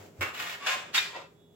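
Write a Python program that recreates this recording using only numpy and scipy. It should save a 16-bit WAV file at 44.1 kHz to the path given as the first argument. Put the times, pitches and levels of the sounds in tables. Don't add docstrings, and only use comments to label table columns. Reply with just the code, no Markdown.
import sys
import numpy as np
from scipy import signal
from scipy.fft import rfft, irfft, next_fast_len
from scipy.io import wavfile
from scipy.ndimage import map_coordinates

SR = 44100
rng = np.random.default_rng(int(sys.argv[2]) if len(sys.argv) > 2 else 0)


def to_wav(sig):
    pcm = np.clip(np.atleast_2d(sig), -1, 1) * 32767
    pcm = np.round(pcm).astype(np.int16)
    wavfile.write(sys.argv[1], SR, pcm.T)


def boost(x):
    u = np.asarray(x, float) / 20
    return 10 ** u


N = 68355
TIME = np.arange(N) / SR
SPOTS = 3


def unit(x):
    return x / np.sqrt(np.mean(x ** 2) + 1e-20)


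def along(points, hz):
    f, value = np.transpose(points)
    return np.interp(np.log(hz + 1), np.log(f + 1), value)


def wobble(rate):
    knots = rng.standard_normal(int(N * rate / SR) + 4)
    return map_coordinates(knots, [np.arange(N) * rate / SR])


def filtered(x, response):
    size = 2 * next_fast_len(N // 2 + SR // 4)
    hz = np.fft.rfftfreq(size, 1 / SR)
    return irfft(rfft(x, size) * response(hz), size)[..., :N]


def causal(gain):
    cepstrum = irfft(np.log(gain + 1e-6))
    half = len(cepstrum) // 2
    cepstrum[1:half] *= 2
    cepstrum[half + 1:] = 0
    return np.exp(rfft(cepstrum))


def paired(pair, spectrum):
    # f/Hz, correlation
    alike = [(60, 0.7), (250, 0.94), (600, 0.29), (2000, 0.14), (10000, .05)]

    def mid_and_side(hz):
        turn = np.arccos(np.clip(along(alike, hz), -1, 1)) / 2
        return boost(along(spectrum, hz)) * [np.cos(turn), np.sin(turn)]

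    mid, side = filtered(pair, mid_and_side)
    return np.array([mid + side, mid - side])


def rush(spectrum):
    return unit(paired(rng.standard_normal((2, N)), spectrum))


def background():
    # f/Hz, level/dB rms, left over right/dB
    fridge = [
        (166.9, -65.5, -3.5),
        (409.8, -67, -0.5),
    ]
    # f/Hz, level/dB per Hz
    air_colour = [(25, -34.5), (100, -11.5), (170, -13), (450, -14), (1000, -28.5), (3000, -45),
                  (7300, -38.5), (11000, -35.5)]
    # t/s, level/dB
    air_drift = [(1.2, -2), (1.34, -1)]
    # f/Hz, level/dB per Hz
    echo_colour = [(88, -32), (150, -7.5), (600, -6.5), (1190, -17.5), (2350, -17.5), (3830, -24),
                   (7300, -25), (15900, -25.5)]
    # t/s, level/dB
    echo_fade = [(0, -1.5), (.06, -4), (.11, -11.5), (.14, -14.5), (.17, -12.5), (.2, -6), (.3, -32)]
    tones = 0
    for hz, db, pan_db in fridge:
        level_db = db + 0.5 + 1.8 * wobble(12) + pan_db * np.array([[.5], [-.5]])
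        phase = 2 * np.pi * hz * TIME + .35 * wobble(6)
        tones = tones + boost(level_db) * np.sin(phase)
    air_db = -60.5 + np.interp(TIME, *np.transpose(air_drift)) + 1.2 * wobble(9.26)
    echo_db = -48 + np.interp(TIME, *np.transpose(echo_fade), right=-120)
    return boost(air_db) * rush(air_colour) + tones + boost(echo_db) * rush(echo_colour)


def worktop():
    # t/s, level/dB, f/Hz, t60/s
    thuds = [
        (-.012, -41.5, 98, 0.21),
        (.1865, -30.5, 93, 0.2),
        (0.199, -41, 122, 0.2),
        (0.376, -54.5, 100, 0.45),
    ]
    out = np.zeros(N)
    for start, db, hz, t60 in thuds:
        t = np.maximum(TIME - start, 0)
        rise = 1 - np.exp(-t / 0.022)
        out += boost(db - 60 * t / t60) * rise * np.sin(2 * np.pi * hz * t)
    return out * boost(0.74 * wobble(32))


def kitchen(x):
    # f/Hz, t60/s
    decay = [(200, 0.89), (1000, 0.58), (3000, 0.45), (8000, 0.47), (15000, 0.33)]
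    hz, t, bins = signal.stft(rng.standard_normal((2, SR // 2)), SR, nperseg=128)
    bins = bins * boost(-60 * t / along(decay, hz)[:, None])
    tail = signal.istft(bins, SR, nperseg=128)[1]
    tail = tail / np.linalg.norm(tail[0])
    delayed = np.pad(x, (40, 0))
    return signal.fftconvolve(delayed[None], tail, axes=1)[:, :N]


def early(spots):
    t = np.arange(SR // 10) / SR
    t60 = 0.07
    tails = rng.standard_normal((SPOTS, 2, len(t))) * boost(-60 * t / t60)
    tails = tails / np.linalg.norm(tails, axis=2, keepdims=True)
    return signal.fftconvolve(spots[:, None], tails, axes=2)[..., :N].sum(0)


def heard(spots, room_db):
    early_db, lag_s = 5.5, 0.00008
    dry = spots.sum(0)
    ears = np.array([[1], [-1]])
    near = filtered(dry, lambda f: np.exp(-1j * np.pi * f * lag_s * ears))
    echoes = boost(early_db) * early(spots) + boost(room_db + 4.5) * kitchen(dry)
    return boost(-9.5) * (near + paired(echoes, [(1, 0.022)]))


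def stroke(pressure, blows, colour, rings, grip):
    rate, scatter_db, ring_db, room_db = grip
    draw = rng.random((2, N))
    biggest_slip = .04
    sizes = boost(-scatter_db * np.log(draw[1] + biggest_slip))
    slips = (draw[0] < rate / SR) * sizes * np.sign(rng.standard_normal(N))
    slips = unit(slips) + 0.42 * rng.standard_normal(N)
    s, db = np.transpose(pressure)
    slips = slips * boost(np.interp(TIME, s, db, -120, -120) + 1.2 * wobble(69.93))
    for at, blow_db in blows:
        slips[round(at * SR)] += boost(blow_db)

    def body(f):
        ring = 0
        for centre, width, mode_db in rings:
            peak = boost(2 * (mode_db + ring_db + 9.0))
            ring = ring + peak / (1 + (2.2 * (f - centre) / width) ** 2) ** 2
        power = boost(2 * along(colour, f)) + ring * np.clip(f / 300, 0, 1) ** 2
        return causal(np.sqrt(power / np.mean(power)))

    spots = slips * (rng.integers(SPOTS, size=N) == np.arange(SPOTS)[:, None])
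    return heard(filtered(spots, body), room_db)


def blade():
    # t/s, level/dB
    knock = [(0.2085, -66), (0.2093, -22), (0.214, -29), (0.236, -30), (.25, -37.5), (0.292, -37.5),
             (0.311, -67.5)]
    saw = [(0.336, -47.5), (0.347, -38.5), (.39, -38), (0.4, -33), (0.439, -39), (.5, -39), (0.549, -43),
           (0.557, -83.5)]
    slicing = [(0.592, -49.5), (.62, -45), (0.663, -35), (0.664, -27.5), (.69, -28), (.72, -28.5),
               (0.745, -33.5), (.749, -40), (.81, -48), (.83, -55.5)]
    scrape = [(0.925, -58.5), (0.939, -36.5), (0.947, -21.5), (0.955, -21.5), (0.97, -24.5), (0.983, -24.5),
              (0.995, -34), (1.085, -48.5), (1.1, -83)]
    push = [(1.1, -48), (1.143, -49), (1.152, -38), (1.175, -37.5), (1.19, -41.5), (1.199, -44),
            (1.25, -51), (1.301, -76)]
    # t/s, level/dB
    blows = [
        [(0.2098, -2), (.2125, -9), (.2215, -2.5), (.2295, -3.5)],
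        [(.345, -24), (.398, -9.5), (.468, -17.5), (.497, -9)],
        [(.6635, -7), (.670, -1), (.682, -4), (.689, -9.5), (.6995, -12.5), (.72, -10), (.7285, -15.5),
         (.745, -15), (.774, -16.5)],
        [(.9405, -14), (.9475, -7.5), (.9548, -2), (.9595, -10), (.9655, -8), (.971, -4.5), (.9805, 0),
         (.9838, -2), (.9915, -8)],
        [(1.15, -24), (1.178, -38)],
    ]
    # f/Hz, level/dB per Hz
    colours = [
        [(150, -24), (400, -11.5), (800, -9), (1400, -4.5), (2800, -9), (4200, -19.5), (7500, -24.5),
         (15900, -24)],
        [(150, -24), (350, -24.5), (700, -8), (1500, -2.5), (2900, -3.5), (4500, -10), (7500, -16.5),
         (15900, -14)],
        [(300, -54.5), (430, -32.5), (540, -5.5), (1300, 0.5), (2800, 1.5), (4300, -6.5), (7500, -11),
         (15900, -19)],
        [(150, -39.5), (700, -16.5), (1050, -10), (1800, -3), (3600, -2.5), (5000, -11.5), (7500, -15),
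         (15900, -18.5)],
        [(150, -25.5), (350, -3.5), (600, 0.5), (1100, -3), (1800, -7), (3500, -8.5), (7500, -23),
         (15900, -33.5)],
    ]
    # f/Hz, width/Hz, level/dB
    rings = [
        [(1080, 94, -7.5), (1230, 35, -10), (1510, 50, -5.5), (1640, 35, -3), (2250, 50, -9), (2726, 60, -4.5)],
        [(657, 70, -9.5), (1403, 50, -9), (1870, 80, -4), (2180, 35, -7), (2250, 35, -12.5), (2895, 55, -3.5),
         (3470, 110, -11)],
        [(559, 130, -10), (720, 50, -5), (1056, 24, 4), (1361, 16, -2), (1614, 64, -5.5), (2250, 59, -4),
         (2500, 35, 2.5), (2600, 73, -5), (2823, 56, -0.5), (2890, 45, -0.5), (3550, 270, -4.5)],
        [(1420, 54, -8), (1600, 25, -9.5), (1890, 35, -3), (2190, 40, -11.5), (2430, 45, -2), (2970, 31, -8),
         (3270, 35, -2), (3390, 42, -6), (4570, 40, -5), (4845, 40, -3.5), (5220, 67, -10.5),
         (5790, 300, -23.5)],
        [(554, 60, -5), (1007, 61, -5.5), (1210, 45, -7), (1385, 45, -8.5), (1920, 48, -8), (2660, 50, -11)],
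    ]
    grips = [
        (6040, 4, -4, -3),
        (2470, 4.5, -1.5, 0.5),
        (2460, 4, -2, -1.5),
        (2350, 4, -1.5, -2.5),
        (2110, 4.5, 4, -15),
    ]
    pressures = [knock, saw, slicing, scrape, push]
    return sum(stroke(*contact) for contact in zip(pressures, blows, colours, rings, grips))


def pings():
    # t/s, f/Hz, t60/s
    modes = [
        (.9755, 3700, .06),
        (.948, 1890, .12),
        (.2105, 1240, .1),
        (.2105, 1495, .1),
        (.462, 1200, .12),
        (.465, 1860, .12),
        (.49, 1860, .08),
        (.396, 1150, .06),
        (.345, 2700, .1),
    ]
    mode_db = [-13, -24.5, -55, -30, -32.5, -39.5, -45, -40, -38]
    out = np.zeros((SPOTS, N))
    for k, ((start, hz, t60), db) in enumerate(zip(modes, mode_db)):
        t = np.maximum(TIME - start, 0)
        rise = 1 - np.exp(-t / .002)
        out[k % SPOTS] += boost(db - 60 * t / t60) * rise * np.sin(2 * np.pi * hz * t)
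    return heard(out, -14)


def shuffle():
    # t/s, level/dB
    rocking = [(.3, -67), (.45, -57), (.55, -63), (.62, -51.5), (.67, -61), (.73, -67), (.77, -52),
               (.84, -60.5), (.9, -63), (1.1, -66.5), (1.25, -63.5)]
    # f/Hz, level/dB per Hz
    rocking_colour = [(120, -48.5), (220, -4), (350, -2), (600, -2), (1200, -31)]
    squeak_note = (0.608, 0.668, 1140, -47.5)
    start, end, hz, squeak_db = squeak_note
    swell = np.sin(np.pi * np.clip((TIME - start) / (end - start), 0, 1)) ** 0.45
    phase = 2 * np.pi * hz * TIME + 0.6 * wobble(60)
    tone = np.sin(phase) + boost(-8) * np.sin(2 * phase)
    squeak = boost(squeak_db + 1.8 * wobble(40)) * swell * tone
    s, db = np.transpose(rocking)
    rocking_db = np.interp(TIME, s, db, -120, -120) + 3 * wobble(25.35)
    return boost(rocking_db) * rush(rocking_colour) + squeak + kitchen(squeak)


def whine():
    tone_hz = [3404, 3740]
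    # level/dB rms, unsteadiness/dB, phase wander/rad
    tone_sway = [
        (-71, 0.5, 0.27),
        (-80, 5.5, 1.4),
    ]
    # f/Hz, level/dB per Hz
    hiss_colour = [(2500, -14), (3000, -5), (3400, -12), (3800, -4), (4200, -25), (5000, -60)]
    start_s, rise_s, hiss_db = 1.325, .08, -80
    rise = np.clip((TIME - start_s) / rise_s, 0, 1)
    tones = 0
    for hz, (db, sway_db, wander) in zip(tone_hz, tone_sway):
        level = boost(db + sway_db * wobble(24.23))
        phase = 2 * np.pi * hz * TIME + [[0], [1.3]] + wander * wobble(40)
        tones = tones + level * np.sin(phase)
    return rise * (tones + boost(hiss_db) * rush(hiss_colour)) * boost([[-3], [3]])


def scene():
    return background() + worktop() + blade() + pings() + shuffle() + whine()


def band_limit(x):
    return signal.sosfilt(signal.butter(12, 16110, fs=SR, output="sos"), x)


def record(dry):
    # f/Hz, gain/dB
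    mic = [(25, -15), (70, 3), (6500, 0), (7500, 4), (8100, -2.5), (8600, -9), (10000, -7.5), (15900, -4)]
    top_hz = 16000
    mix = filtered(dry, lambda hz: boost(along(mic, hz)) * (hz < top_hz))
    return band_limit(mix)


dry = scene()
out = record(dry)
to_wav(out)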